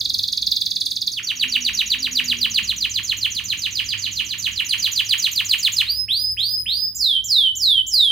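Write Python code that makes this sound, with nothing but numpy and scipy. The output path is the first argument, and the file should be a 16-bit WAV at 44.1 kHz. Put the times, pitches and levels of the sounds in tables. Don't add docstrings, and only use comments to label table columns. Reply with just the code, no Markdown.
import sys
import numpy as np
from scipy import signal
from scipy.fft import rfft, irfft, next_fast_len
from scipy.io import wavfile
from scipy.ndimage import uniform_filter1d, map_coordinates

SR = 44100
rng = np.random.default_rng(int(sys.argv[2]) if len(sys.argv) > 2 else 0)


def put_to_file(sound):
    columns = np.atleast_2d(sound).T
    safe = np.clip(columns, -1, 1)
    whole_steps = np.round(safe * 32767)
    wavfile.write(sys.argv[1], SR, whole_steps.astype(np.int16))


N = 357651


def amp(db):
    return 10 ** (np.asarray(db) / 20)


def unit(x):
    return x / np.sqrt(np.mean(x ** 2) + 1e-20)


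def along(points, hz):
    freqs, values = np.transpose(points)
    return np.interp(np.log(hz + 1), np.log(freqs + 1), values)


def curves(rows, t):
    times, *columns = np.transpose(rows)
    return [np.interp(t, np.sort(times), column) for column in columns]


def wobble(rate, size):
    knots = rng.standard_normal(int(size * rate / SR) + 4)
    return map_coordinates(knots, [np.arange(size) * rate / SR])


def filtered(x, response):
    size = next_fast_len(N + 8192)
    return irfft(rfft(x, size) * response(np.fft.rfftfreq(size, 1 / SR)), size)[..., :N]


def noise_pair(size, side_db):
    mid, side = rng.standard_normal((2, size))
    return unit(np.array([mid + amp(side_db) * side, mid - amp(side_db) * side]))


def add(out, sound, s):
    start = round(s * SR)
    part = sound[:, max(-start, 0):max(N - start, 0)]
    out[:, max(start, 0):][:, :part.shape[1]] += part


def noise_bed(spectrum, side_db):
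    return unit(filtered(noise_pair(N, side_db), lambda hz: amp(along(spectrum, hz))))


def hiss():
    # frequency in Hz, relative spectral density in dB.
    spectrum = [(500, -8.5), (1500, -9), (4000, -8), (8000, -24), (15000, -10.5)]
    return amp(-61) * noise_bed(spectrum, side_db=-7)


def rumble():
    # frequency in Hz, relative spectral density in dB.
    spectrum = [(25, -21.5), (48, -10), (78, -5), (100, -5.5), (118, -2), (135, -13), (179, -3.5),
                (209, -10.5), (302, -12), (358, -17.5), (527, -29.5), (1400, -44.5), (3000, -91)]
    # time in seconds, level in dB.
    envelope = [(0, -50), (1.4, -51), (2.2, -48.5), (4.1, -48), (5.9, -53), (8.1, -55.5)]
    db, = curves(envelope, np.arange(N) / SR)
    return amp(db) * noise_bed(spectrum, side_db=-13)


def low_tone(hz, envelope, waver_db, drift_rad):
    t = np.arange(N) / SR
    db, = curves(envelope, t)
    peak = np.sqrt(2) * amp(db + waver_db * wobble(10, N))
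    return peak * np.sin(2 * np.pi * hz * t + drift_rad * wobble(2.7, N))


def hum():
    # time in seconds, relative level in dB.
    drone_envelope = [(0, -54), (.9, -59), (1.3, -70), (1.6, -48.5), (4, -52.5), (5, -57), (6.3, -48.5),
                      (8, -50)]
    mains_envelope = [(0, -48.5), (1.1, -67), (2.7, -49), (4.2, -47.5), (5.4, -52), (8, -52.5)]
    drone = low_tone(59.9, drone_envelope, waver_db=4.5, drift_rad=1.8)
    mains = low_tone(99.9, mains_envelope, waver_db=3, drift_rad=0.94)
    return amp(-3) * drone + amp(-0.5) * mains


def engine(idle_hz=36, sag_hz_per_s=13.5, attack_db_per_s=134, release_db_per_s=32, rough_rad=1.1):
    # time of full level in seconds, firing rate then in Hz, hold in seconds, level in dB.
    revs = [(1.46, 50.67, 0.16, -46.5), (2.02, 52.27, 0.39, -44.5)]
    # multiple of the firing rate, relative level in dB.
    exhaust = [(3, -24), (4, -7.5), (5, 9), (6, -14.5), (7, -29), (8, -8), (9, -15), (10, -10.5)]
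    out = np.zeros(N)
    for s, firing_hz, hold_s, db in revs:
        t = np.arange(N) / SR - s
        hz = np.maximum(firing_hz - sag_hz_per_s * t, idle_hz)
        phase = 2 * np.pi * np.cumsum(hz) / SR
        orders = np.zeros(N)
        for multiple, order_db in exhaust:
            gain = amp(order_db + 2.5 * wobble(32, N))
            orders += gain * np.sin(multiple * phase + rough_rad * wobble(23, N))
        fade_db = attack_db_per_s * np.maximum(-t, 0) + release_db_per_s * np.maximum(t - hold_s, 0)
        out += amp(db - fade_db) * unit(orders)
    return out * amp([[-4.8], [3]])


def room_tail(build_s=0.00051):
    # frequency in Hz, reverberation time (T60) in seconds.
    decay_times = [(1000, 0.43), (3000, 0.26), (5000, 0.34), (7000, 0.26), (15000, 0.31)]
    # frequency in Hz, gain in dB.
    colour = [(1000, 3.5), (3000, 0.5), (4500, -4.5), (7000, 2.5), (9000, 3.5), (15000, 2)]
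    hz, t, bands = signal.stft(noise_pair(SR // 3, side_db=-2.5), SR, nperseg=256)
    decay = amp(-60 * t / along(decay_times, hz)[:, None])
    _, tail = signal.istft(bands * decay, SR, nperseg=256)
    size = tail.shape[1]
    tail *= 1 - np.exp(-np.arange(size) / (SR * build_s))
    tail /= np.linalg.norm(tail[0])
    return irfft(rfft(tail) * amp(along(colour, np.fft.rfftfreq(size, 1 / SR))))


def ringing(size):
    # frequency in Hz, level in dB, decay time (T60) in seconds.
    modes = [(2352, -52, .35), (2894, -57.5, 0.32), (3250, -55.5, 0.36), (4237, -54, 0.32), (5890, -61, .3),
             (6860, -57.5, 0.23)]
    t = np.arange(size) / SR
    return sum(amp(db - 60 * t / t60) * np.sin(2 * np.pi * hz * t) for hz, db, t60 in modes)


def in_room(note, tail, right_db, flutter_hz=170.5, first_bounce=0.15, bounce_gain=0.74):
    # delay in seconds, gain as an amplitude ratio.
    early_echoes = [(.0023, 0.032), (0.0156, 0.11)]
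    direct = [(0.00034, 0.92)]
    flutter = [(k / flutter_hz, first_bounce * bounce_gain ** (k - 1)) for k in range(1, 12)]
    response = tail * amp([[-right_db / 3], [right_db / 3]])
    for s, gain in direct + early_echoes + flutter:
        response[:, round(s * SR)] += gain * amp([-right_db / 2, right_db / 2])
    return signal.fftconvolve(note[None], response, axes=1)


def syrinx(shape, stretch, bright_db, pitch=1, range_db=(0, 0, 0), waver=0.0025, rasp_db=-48):
    overtones = [8.5, -1, -14.5]
    # frequency in Hz, gain of throat and beak for the overtones in dB.
    throat = [(2000, -48), (6000, -52.5), (8000, -40.5), (9500, -27.5), (11000, -23.5), (13000, -27.5),
              (14500, -12.5), (15500, -18)]
    # frequency in Hz, relative spectral density in dB.
    rasp = [(500, -17.5), (1200, -16), (2500, 1), (5000, -11), (8000, 0), (10000, -2), (15000, 0.5)]
    t = np.arange(shape[0][0], shape[-1][0], 1 / (SR * stretch))
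    size = len(t)
    hz, db = (uniform_filter1d(c, size=70, mode="nearest") for c in curves(shape, t))
    high_db, mid_db, low_db = range_db
    db = db + along([(3200, low_db), (3800, 0), (4300, 0), (4700, mid_db), (5900, high_db)], hz)
    hz = hz * pitch * (1 + waver * wobble(246.6, size))
    phase = 2 * np.pi * np.cumsum(hz) / SR
    tone = np.sin(phase)
    for multiple, source_db in enumerate(overtones, 2):
        overtone_db = source_db + bright_db + along(throat, multiple * hz) + 4.4 * wobble(93.8, size)
        anti_alias = np.clip((SR / 2 - multiple * hz) / (SR / 10), 0, 1)
        tone += amp(overtone_db) * np.sin(multiple * phase) * anti_alias
    air_spectrum = rfft(rng.standard_normal(size)) * amp(along(rasp, np.fft.rfftfreq(size, 1 / SR)))
    tone += amp(rasp_db + bright_db) * unit(irfft(air_spectrum, size))
    edges = signal.windows.tukey(size, 0.066)
    return tone * edges * amp(db + 1.5 * wobble(119, size))


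def beats(tempo, count):
    s = tempo[0][0]
    for _ in range(count):
        spacing, = curves(tempo, s)
        yield s, spacing
        s = s + spacing


def trill(sing, nominal_period_s=0.058, accent_s=0.0128, length_scatter=0.05):
    # time in the syllable in seconds, pitch in Hz, relative level in dB.
    stroke = [(-.002, 6930, -29), (.001, 6500, -11.5), (.0045, 5720, -18.5), (.008, 4870, -2),
              (.013, 4320, 0.5), (.018, 3570, 1), (0.021, 3330, -13), (.0235, 3230, -30)]
    link = [(0, 6920, -5.5), (.004, 6180, -11.5), (.012, 5160, -12.5), (.022, 4550, -9), (.040, 4170, -21),
            (.058, 3380, -7), (.072, 2750, -4.5), (.080, 1974, -14), (.088, 955, -30)]
    # time in seconds, syllable spacing in seconds.
    tempo = [(.0115, .04475), (.8155, .05016), (1.023, .05475)]
    # time in seconds, level in dB.
    effort = [(0, -13), (.82, -12.7), (1.08, -15)]
    for s, spacing in beats(tempo, count=23):
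        stretch = spacing / nominal_period_s * (1 + length_scatter * rng.standard_normal())
        db, = curves(effort, s)
        sing(stroke, s - accent_s * stretch, db, stretch, shine_db=-1, waver=0.0035, rasp_db=-22.5)
    sing(link, 1.116, db=-14, rasp_db=-23.5)


def sweeps(sing, nominal_period_s=0.1326, accent_s=0.067, scatter_db=1.2):
    # time in the syllable in seconds, nominal pitch in Hz, relative level in dB.
    sweep = [(0, 4983, -11.5), (.004, 6643, -18.5), (.008, 7176, -14.5), (.014, 6810, -14),
             (.023, 6003, -7), (.036, 5420, -28.5), (.044, 5064, -16.5), (.051, 4752, -3),
             (.058, 4437, -13.5), (.067, 4060, 2), (.075, 3630, -8.5), (.083, 3246, -1.5), (.091, 2800, 1),
             (.097, 1825, -12.5), (.101, 1390, -29), (.107, 793, -23)]
    # time in seconds, syllable spacing in seconds.
    tempo = [(1.2895, .12544), (2.047, .12731), (2.963, .13563), (5.112, .13287), (5.65, .13742)]
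    # time in seconds, level in dB, then extra dB for the high, middle and low range.
    effort = [(1.29, -14, -1, 0, 0.5), (1.6, -12, -2, 0.5, -1.4), (2.42, -11, -3, 3, -1),
              (2.65, -10.5, -3.5, -3.5, -2.5), (3.4, -14.5, 0.5, -4.5, -1.7), (3.9, -16.5, -4, 1, -2.5),
              (4.45, -17.5, 0.5, -3.5, -0.8), (4.85, -11.5, -0.9, 0, -1.5), (5.78, -8, -2.6, -4.5, -3)]
    # time in seconds, gain of overtones and rasp in dB.
    shine = [(1.3, -2.5), (3, -2), (4.7, 0.5)]
    for s, spacing in beats(tempo, count=35):
        stretch = (spacing / nominal_period_s) ** 1.5
        db, *range_db = curves(effort, s)
        range_db = range_db + scatter_db * rng.standard_normal(3)
        shine_db, = curves(shine, s)
        sing(sweep, s - accent_s * stretch, db, stretch, shine_db,
             pitch=1.0015 * stretch ** 0.42, range_db=range_db, waver=0.0042, rasp_db=-20)


def whistles(sing):
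    # time in the syllable in seconds, nominal pitch in Hz, relative level in dB.
    lead_in = [(0, 3600, -13), (.018, 3860, -4), (.036, 4540, 3.5), (.055, 4820, -3), (.085, 4870, -12.5),
               (.115, 5080, -8), (.145, 5105, -6), (.18, 5085, -12.5), (.195, 5180, -27)]
    rise = [(-.007, 1390, -13), (0, 2510, -14.5), (.008, 3065, -10.5), (.018, 3226, -6.5),
            (.040, 3670, -1.5), (0.071, 4210, -3), (.100, 4570, -5.5), (.130, 4860, -9), (.180, 4990, -8.5),
            (.230, 5035, -7), (.278, 5050, -14), (.292, 4780, -27)]
    fall = [(0, 4956, -2.5), (.006, 7140, -16), (.013, 7520, -14.5), (.025, 6750, -12), (.039, 6020, -21.5),
            (.056, 5430, -13), (.072, 4960, -3), (.100, 4280, -3), (.130, 3880, 1.5), (.170, 3522, -1),
            (.210, 3230, -3), (.247, 3069, -1), (.28, 3070, -21)]
    # start in seconds, duration factor, hold on the crest in unstretched seconds, level in dB.
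    rises = [(6.084, 0.83, 0.015, -12), (6.371, 0.86, 0.0053, -13), (6.6596, 0.866, 0, -14)]
    # start in seconds, duration factor, pitch factor, level in dB.
    falls = [(6.9447, 0.91, 1.003, -13.5), (7.2373, 1.002, 0.98, -11), (7.55, 1.02, 0.9814, -11),
             (7.8627, 1.082, 0.99, -10)]
    sing(lead_in, 5.862, db=-15, shine_db=1, waver=0.0013)
    for s, stretch, hold_s, db in rises:
        release = [(t + hold_s, hz, level) for t, hz, level in rise[-2:]]
        sing(list(rise[:-2]) + release, s, db, stretch, shine_db=1.5, waver=0.0015)
    for s, stretch, pitch, db in falls:
        sing(fall, s, db, stretch, shine_db=0.2, pitch=pitch, waver=0.0014, rasp_db=-48.5)


def canary(moving_share=0.23):
    # time in seconds, turn from 0 (facing the listener) to 1 (averted).
    turning = [(0, 0.32), (2.2, 0.15), (3.2, 0.27), (4, 0.97), (4.7, 0.48), (5.6, 0.032), (6.6, 0.83),
               (7.3, 0.39), (8, 0.21)]
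    facing_db = [-3, 1.3, -6]
    averted_db = [-7, 4, 2.3]
    # frequency in Hz, extra level of right over left in dB.
    balance = [(1200, -0.5), (2300, -1), (3100, 2.7), (4000, 1), (4800, 3), (6300, 1.5), (10000, -1),
               (15000, 0.5)]
    out = np.zeros((2, N))
    steady_tail = room_tail()
    steady_tail += ringing(steady_tail.shape[1])

    def sing(shape, s, db, stretch=1, shine_db=0, **voice):
        turn, = curves(turning, s)
        bright_db, right_db, wet_db = (1 - turn) * np.array(facing_db) + turn * np.array(averted_db)
        note = syrinx(shape, stretch, bright_db + shine_db, **voice)
        tail = np.sqrt(1 - moving_share) * steady_tail + np.sqrt(moving_share) * room_tail()
        add(out, amp(db) * in_room(note, amp(wet_db) * tail, right_db), s + shape[0][0] * stretch)

    trill(sing)
    sweeps(sing)
    whistles(sing)
    return filtered(out, lambda hz: amp(along(balance, hz) * np.array([[-0.5], [0.5]])))


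def scene():
    return canary() + (hum() + rumble()) * amp([[-4.6], [3]]) + hiss() + engine()


def record(dry):
    return filtered(dry, lambda hz: hz < 15800)


dry = scene()
out = record(dry)
put_to_file(out)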